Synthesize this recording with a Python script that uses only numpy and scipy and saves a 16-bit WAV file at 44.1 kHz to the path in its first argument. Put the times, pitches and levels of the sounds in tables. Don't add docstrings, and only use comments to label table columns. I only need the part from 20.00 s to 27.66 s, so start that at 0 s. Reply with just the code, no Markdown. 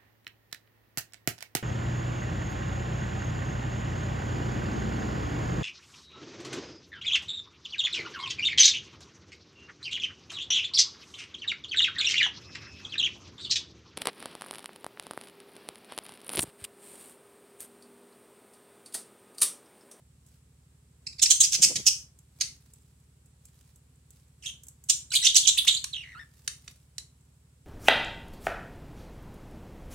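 import sys
import numpy as np
from scipy import signal
from scipy.fft import rfft, irfft, next_fast_len
from scipy.io import wavfile
from scipy.ndimage import uniform_filter1d, minimum_filter1d

SR = 44100
rng = np.random.default_rng(int(sys.argv[2]) if len(sys.argv) > 2 else 0)


def wav_out(sig):
    wavfile.write(sys.argv[1], SR, np.round(np.clip(np.atleast_2d(sig).T, -1, 1) * 32767).astype(np.int16))


N = 337806
TIME = np.arange(N) / SR


def undb(db):
    return 10 ** (np.asarray(db) / 20)


def unit(x):
    return x / np.sqrt(np.mean(x ** 2) + 1e-20)


def colour(x, points):
    hz, db = np.transpose(points)
    size = next_fast_len(x.shape[-1] + 512)
    f = np.maximum(np.fft.rfftfreq(size, 1 / SR), 1)
    gain = undb(np.interp(np.log(f), np.log(hz), db))
    return irfft(rfft(x, size) * gain, size)[..., :x.shape[-1]]


def lowpass(x, hz):
    return signal.sosfilt(signal.butter(2, hz, fs=SR, output="sos"), x)


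def highpass(x, hz, poles=1):
    return signal.sosfilt(signal.butter(poles, hz, "high", fs=SR, output="sos"), x)


def wander(hz):
    return unit(lowpass(rng.standard_normal(N), hz))


def add(track, s, sound):
    i = int(s * SR)
    track[i:i + len(sound)] += sound[:max(N - i, 0)]


def machine(turn_hz=12.3866, throb_at_s=2.932, gain_db=3, unsteady_db=.02):
    # multiple of the turning rate, level/dB
    orders = [(4, -75), (5, -70), (6, -64), (9, -67), (10, -75), (11, -68), (12, -70), (13, -73), (15, -79)]
    turns = turn_hz * (TIME - throb_at_s)
    hum = np.zeros(N)
    for k, db in orders:
        lag = .5 if k <= 6 else 0
        hum -= np.sqrt(2) * undb(db) * np.cos(2 * np.pi * k * (turns - lag))
    return hum * undb(gain_db + unsteady_db * wander(2.3))


def air(level_db=-65, alike_hz=700, bass_apart=.2):
    # f/Hz, level/dB
    spectrum = [(70, -21), (150, -8), (250, -2), (315, -14), (410, -10), (630, -19.5), (1000, -20),
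                (2000, -23.5), (6300, -25.5), (7900, -17.5), (10000, -24.5), (15500, -34)]
    mid, side = (colour(rng.standard_normal(N), spectrum) for _ in range(2))
    apart = bass_apart * side + (1 - bass_apart) * highpass(side, alike_hz)
    return undb(level_db) * unit(np.array([mid + apart, mid - apart]))


def rustle(grain_db=5, low_hz=1500):
    # t/s, length/s, level/dB
    brushes = [(0.208, 0.2, -64), (1.6, 0.47, -56.5), (2.15, 0.97, -66.5), (3.386, .42, -65),
               (4.079, .19, -63), (5.5, 0.34, -46.5), (6.1, 0.85, -62)]
    grit = highpass(rng.standard_normal(N), low_hz)
    moving = sum(undb(db) * np.sin(np.pi * np.clip((TIME - s) / length, 0, 1))
                 for s, length, db in brushes)
    return moving * unit(grit * undb(grain_db * wander(100)))


def contact(rise_s, t60, size=1024):
    t = TIME[:size]
    return rng.standard_normal(size) * np.minimum(t / rise_s, 1) * undb(-60 * t / t60)


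def ticks(gain_db=4, faint_db=-59, spread_db=3, count=30):
    # t/s, level/dB
    clear = [(0.2643, -47.5), (2.1884, -40.5), (2.7359, -41), (3.4536, -40.5), (3.759, -42),
             (4.1055, -39.5), (4.6346, -38), (4.6681, -40), (4.6839, -34.5), (4.8387, -35.5)]
    # f/Hz, gain/dB
    husk = [(2000, -26), (5000, -18), (7700, 5), (9500, -8.5), (15000, -7.5)]
    out = np.zeros(N)
    faint = [(rng.uniform(0, N / SR), faint_db + spread_db * rng.standard_normal())
             for _ in range(count)]
    for s, db in list(clear) + faint:
        crack = colour(contact(rise_s=.00035, t60=.023), husk)
        add(out, s, undb(db + gain_db) * crack / np.abs(crack).max())
    return out


def note(s, length, crest, edge_db, lead_db, lead_s=.01, ramp_s=.0022):
    span = slice(int((s - lead_s - ramp_s) * SR), int((s + length + 2 * ramp_s) * SR))
    t = TIME[span] - s
    gate = np.clip(np.minimum(t, length - t + ramp_s / 2) / ramp_s + .5, 0, 1)
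    lead = undb(lead_db) * np.clip(1 + t / lead_s, 0, 1) * (t < ramp_s)
    swell_db = np.interp(t / length, [0, crest, 1], [edge_db, 0, edge_db])
    return span, np.clip(t / length, 0, 1), np.maximum(gate, lead) * undb(swell_db)


def syrinx(hz, octave_db, higher_db, tilt_db=-3, beak_hz=6000, beak_db=0, beak_width=.22, count=5):
    # f/Hz, gain/dB
    throat = [(200, -44), (1500, -13), (3200, -6), (4600, -3.5), (8300, -3.5), (11500, -15.5),
              (15000, -14.5)]
    phase, tone = 2 * np.pi * np.cumsum(hz) / SR, 0
    partials_db = [0, octave_db] + [higher_db + tilt_db * step for step in range(count - 2)]
    for k, db in enumerate(partials_db, 1):
        resonance_db = beak_db * np.exp(-.5 * (np.log(k * hz / beak_hz) / beak_width) ** 2)
        tone = tone + undb(db + resonance_db) * np.sin(k * phase) * (k * hz < SR / 2)
    return unit(colour(tone, throat))


def chips(chaos_depth=.02, catch_depth=.17, top_at=.4, log_rise=.12):
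    # t/s, length/s, level/dB, top pitch/Hz, log fall after the top
    flicks = [(1.067, .008, -31.5, 2680, 0.25), (1.126, 0.0072, -47, 2500, 0.3),
              (1.184, 0.0072, -43.5, 2400, 0.23), (1.194, 0.006, -30.5, 2680, 0.44),
              (1.218, .002, -22, 3600, 0.2), (1.257, 0.0067, -19.5, 2700, .35),
              (5.105, 0.0047, -37.5, 4050, .05), (5.117, 0.0069, -31, 1500, .15),
              (5.136, .012, -28, 2400, 0.22), (5.226, 0.0098, -26.5, 1980, 0.0078),
              (5.247, .012, -18.5, 3150, 0.24), (5.346, 0.0025, -16.5, 3900, 0),
              (5.354, .004, -14, 3050, 0.24)]
    out, chaos = np.zeros(N), wander(1400)
    for s, length, db, hz, fall in flicks:
        span, progress, envelope = note(s, length, crest=.5, edge_db=-3.5, lead_db=-12.5,
                                        lead_s=.005, ramp_s=.0015)
        rising = log_rise * (1 - progress / top_at) ** 2
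        falling = fall * ((progress - top_at) / (1 - top_at)) ** 2
        below_top = np.where(progress < top_at, rising, falling)
        roughness = chaos_depth + catch_depth * (1 - progress) ** 8
        pitch = hz * np.exp(roughness * chaos[span] - below_top)
        voice = syrinx(pitch, octave_db=3, higher_db=-3, tilt_db=-4, beak_hz=5200, beak_db=4.5)
        out[span] += undb(db) * envelope * voice
    return out


def trill(jitter, hz=370.6):
    return np.sin(2 * np.pi * np.cumsum(hz * (1 + jitter * wander(150))) / SR)


def squawks(swing=.19, chaos_depth=.11, shudder_db=7, sag=.16, closing_db=4, beak_fall=.2):
    # t/s, length/s, level/dB, pitch/Hz, rasp 0-1, overtones/dB, beak resonance/Hz
    calls = [(1.223, .016, -13, 3500, 0.75, 2.5, 6450), (1.302, .021, -12.5, 3704, 0.87, 1, 6700),
             (1.404, .018, -13.5, 3623, 0.59, 2.5, 6900), (1.429, .029, -21, 2914, 0.99, 4, 6000),
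             (1.522, .04, -21.5, 2923, 1, 1.5, 6000), (1.62, .032, -14, 2907, 1, 3.5, 7200),
             (1.756, .015, -24, 2692, 1, -1.5, 5940), (1.864, .023, -14, 2840, .8, 4, 5855),
             (2.409, .014, -22, 2500, 0.97, 0, 5200), (4.895, .016, -15, 3100, .95, 1.5, 6750)]
    out, shudder = np.zeros(N), undb(shudder_db * np.tanh(wander(480)))
    flutter = swing * trill(jitter=.35, hz=210) + chaos_depth * wander(1000)
    for s, length, db, hz, rasp, overtones_db, beak_hz in calls:
        crest = .1 + 16 * length
        span, progress, envelope = note(s, length, crest, edge_db=-4, lead_db=-11, ramp_s=.002)
        opening = .5 - progress
        pitch = hz * np.exp(rasp * (flutter[span] + sag * opening))
        open_db = overtones_db + closing_db * opening
        voice = syrinx(pitch, octave_db=open_db, higher_db=open_db - 4, tilt_db=2,
                       beak_hz=beak_hz * np.exp(beak_fall * opening), beak_db=7)
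        out[span] += undb(db) * envelope * unit(voice * shudder[span])
    return out


def wings(width_s=.011, q=1.8, apart=.3):
    # t/s, level/dB, centre of the puff/Hz
    flaps = [(1.598, -42.5, 160), (1.668, -44.5, 169), (1.714, -41.5, 384), (1.768, -44, 138),
             (1.802, -46, 129)]
    # f/Hz, gain/dB
    spectrum = [(40, -14), (170, -1.5), (380, -2), (4000, -21.5)]
    out, draught = np.zeros((2, N)), colour(rng.standard_normal((2, N)), spectrum)
    for s, db, hz in flaps:
        span = slice(int((s - 4 * width_s) * SR), int((s + 4 * width_s) * SR))
        swell = np.exp(-.5 * ((TIME[span] - s) / width_s) ** 2)
        puffs = swell * signal.lfilter(*signal.iirpeak(hz, q, fs=SR), draught[:, span])
        mid, side = (unit(puff) * np.sqrt(np.mean(swell ** 2)) for puff in puffs)
        out[:, span] += undb(db) * np.array([mid + apart * side, mid - apart * side])
    return out


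def chatter(swing=.17, chaos_depth=.12, shudder_db=5, sag=.081, closing_db=6, beak_fall=.22,
            scoop_open_db=3, scoop_rasp=.1, rise_s=.0045, attack_s=.0018, stop_s=.0027):
    # note start t/s, scoop/s, note length/s, level/dB, pitch/Hz, rasp 0-1, octave/dB,
    # higher overtones/dB, beak resonance/Hz, bottom of the scoop as a share of the pitch
    syllables = [(4.459, .036, .042, -34.5, 3200, 0.47, -15, -15.5, 7050, .68),
                 (5.153, .034, 0.023, -18, 3550, .5, -16, -9, 8400, 0.54),
                 (5.265, .03, 0.0099, -11.5, 3550, .9, -13, -17, 6200, .7),
                 (5.364, .011, 0.02, -12, 3650, 0.84, -3.5, -4.5, 6300, .72),
                 (5.474, .006, .024, -14, 3550, .6, -5, -12.5, 6050, .68),
                 (5.578, .008, 0.019, -18.5, 3500, 0.43, -24.5, -11.5, 9900, 0.65),
                 (5.678, .012, .02, -15.5, 3353, 0.73, -18, -16.5, 6500, 0.69)]
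    out = np.zeros(N)
    flutter = swing * trill(jitter=.25) + chaos_depth * wander(800)
    shudder = undb(shudder_db * np.tanh(wander(300)))
    for s, scoop, length, db, hz, rasp, octave_db, higher_db, beak_hz, dip in syllables:
        span = slice(int((s - scoop) * SR), int((s + length + stop_s) * SR))
        t = TIME[span] - s
        scooping = np.clip(1 - t / rise_s, 0, 1)
        opening = .5 - np.clip(t / length, 0, 1)
        glide = np.interp(t, [-scoop, -scoop / 3, rise_s], [.97, dip, 1])
        pitch = hz * glide * np.exp((rasp + scoop_rasp * scooping) * flutter[span] + sag * opening)
        effort_db = np.interp(t, [-scoop, -attack_s, attack_s, length / 2, length],
                              [-17.5, -8.5, 0, 0, -4])
        gate = np.clip(np.minimum(t + scoop, length + stop_s - t) / stop_s, 0, 1)
        open_db = closing_db * opening + scoop_open_db * scooping
        voice = syrinx(pitch, octave_db + open_db, higher_db + open_db / 2, tilt_db=0,
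                       beak_hz=beak_hz * np.exp(beak_fall * opening), beak_db=6)
        out[span] += undb(db + effort_db) * gate * unit(voice * shudder[span])
    return out


def warbles(swing=.06, chaos_depth=.028, shudder_db=4):
    # t/s, length/s, level/dB, pitch/Hz, log pitch fall, octave/dB
    slides = [(5.216, 0.0082, -31, 3970, 0, -1), (5.277, .033, -26.5, 3460, .15, -10.5),
              (5.428, 0.013, -30.5, 3250, -.15, -14), (5.452, .01, -25.5, 3310, .25, -15),
              (5.706, .053, -28, 3610, .1, -5), (5.767, 0.012, -30.5, 4170, -0.079, -11.5)]
    out = np.zeros(N)
    flutter = swing * trill(jitter=.12) + chaos_depth * wander(1400)
    shudder = undb(shudder_db * wander(150))
    for s, length, db, hz, fall, octave_db in slides:
        span, progress, envelope = note(s, length, crest=.4, edge_db=-1, lead_db=-18)
        pitch = hz * np.exp(flutter[span] + fall * (.5 - progress))
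        voice = syrinx(pitch, octave_db, higher_db=-17)
        out[span] += undb(db) * envelope * unit(voice * shudder[span])
    return out


def knocks(low_hz=1200):
    # t/s, level/dB, contact brightness/Hz
    hits = [(5.8414, -15.5, 6900), (6.4762, -13, 6880), (6.6775, -29, 4140), (6.981, -20.5, 7010)]
    # f/Hz, width/Hz, level/dB
    modes = [(2000, 390, -8), (3080, 1140, -10), (4420, 520, 7), (5650, 214, 5), (6400, 790, 5),
             (7570, 1400, 7), (9130, 550, 10), (13200, 3800, 4.5)]
    out = np.zeros(N)
    for s, db, bright_hz in hits:
        push = lowpass(contact(rise_s=.0019, t60=.016), bright_hz)
        push = highpass(push, low_hz, poles=2)
        ring = sum(undb(mode_db) * signal.lfilter(*signal.iirpeak(hz, hz / width, fs=SR), push)
                   for hz, width, mode_db in modes)
        add(out, s, undb(db) * ring / np.abs(ring).max())
    return out


def whistle(waver=.02, quaver_hz=115, shudder_db=4.5, ramp_s=.0032):
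    # t/s, pitch/Hz, level/dB, trill depth as a share of the pitch
    contour = [(5.928, 4230, -43, .05), (5.938, 3726, -34, .03), (5.949, 3110, -34.5, .015),
               (5.958, 3424, -39, .02), (5.966, 2905, -33, .012), (6.018, 2757, -46, .015),
               (6.046, 2000, -51.5, .075), (6.141, 1912, -53.5, .04), (6.153, 1265, -49, .008),
               (6.184, 1466, -52, .008), (6.197, 1790, -46, .02), (6.24, 1758, -49.5, .006)]
    s, hz, db, depth = np.transpose(contour)
    span = slice(int(s[0] * SR), int(s[-1] * SR))
    t = TIME[span]
    flutter = np.interp(t, s, depth) * (trill(jitter=.22) + trill(jitter=.25, hz=quaver_hz))[span]
    pitch = np.interp(t, s, hz) * np.exp(flutter + waver * wander(137)[span])
    voice = syrinx(pitch, octave_db=-21, higher_db=-26, beak_hz=2560, beak_db=3.5, count=3)
    voice /= np.sqrt(uniform_filter1d(voice ** 2, size=256))
    gate = np.clip(np.minimum(t - t[0], t[-1] - t) / ramp_s, 0, 1)
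    level_db = np.interp(t, s, db) + shudder_db * wander(230)[span]
    out = np.zeros(N)
    add(out, s[0], voice * gate * undb(level_db))
    return out


def ports(x, left_lead_s=.000023):
    # f/Hz, level/dB
    balance = [(1800, 6), (4500, -10), (7200, -10), (9000, 7), (14000, -5)]
    left, right = (colour(x, [(hz, sign * db / 2) for hz, db in balance]) for sign in (1, -1))
    return np.array([left, np.roll(right, round(left_lead_s * SR))])


def room(x, t60=.29, wet_db=-6.5, early_db=-7, early_t60=.011, gap_s=.0011, shift_hz=5, count=3):
    t = TIME[:SR // 2]
    places = np.array([wander(shift_hz) for _ in range(count)])
    shares = places / np.sqrt(np.sum(places ** 2, axis=0) + 1e-20)
    out = np.zeros((2, N))
    for share in shares:
        for side in out:
            early, late = (rng.standard_normal(len(t)) * (t > gap_s) * undb(-60 * t / decay)
                           for decay in (early_t60, t60))
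            response = (undb(early_db) * unit(early) + undb(wet_db) * unit(late)) / np.sqrt(len(t))
            side += signal.oaconvolve(share * x, response)[:N]
    return colour(out, [(500, 5), (3000, 2.5), (7000, 3.5), (10000, 4.5), (15000, -5)])


def suppressor(x, depth_db=5.5, threshold_db=-55, knee_db=14, window_s=.059):
    size = int(window_s * SR)
    power = uniform_filter1d(np.mean(x ** 2, axis=0), size=size)
    level_db = 10 * np.log10(np.maximum(power, 1e-18))
    shut = np.clip(.5 - (level_db - threshold_db) / knee_db, 0, 1)
    return x * undb(-depth_db * uniform_filter1d(shut, size=size))


def scene(direct_db=-2, contact_send_db=-3, whistle_send_db=-4, house_balance_db=-.8):
    calls = squawks() + chatter() + chips() + warbles()
    contacts = knocks() + ticks() + rustle()
    tone = whistle()
    direct = undb(direct_db) * ports(calls + contacts + tone)
    send = calls + undb(contact_send_db) * contacts + undb(whistle_send_db) * tone
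    house = (machine() + air()) * undb([[house_balance_db / 2], [-house_balance_db / 2]])
    return direct + room(send) + wings() + house


def record(dry, ceiling=.82, top_hz=15900):
    heard = suppressor(dry)
    allowed = ceiling / np.maximum(np.abs(heard).max(axis=0), ceiling)
    limiter_gain = uniform_filter1d(minimum_filter1d(allowed, size=128), size=128)
    top_cut = signal.ellip(10, .2, 70, top_hz, fs=SR, output="sos")
    return signal.sosfilt(top_cut, heard * limiter_gain)


dry = scene()
out = record(dry)
wav_out(out)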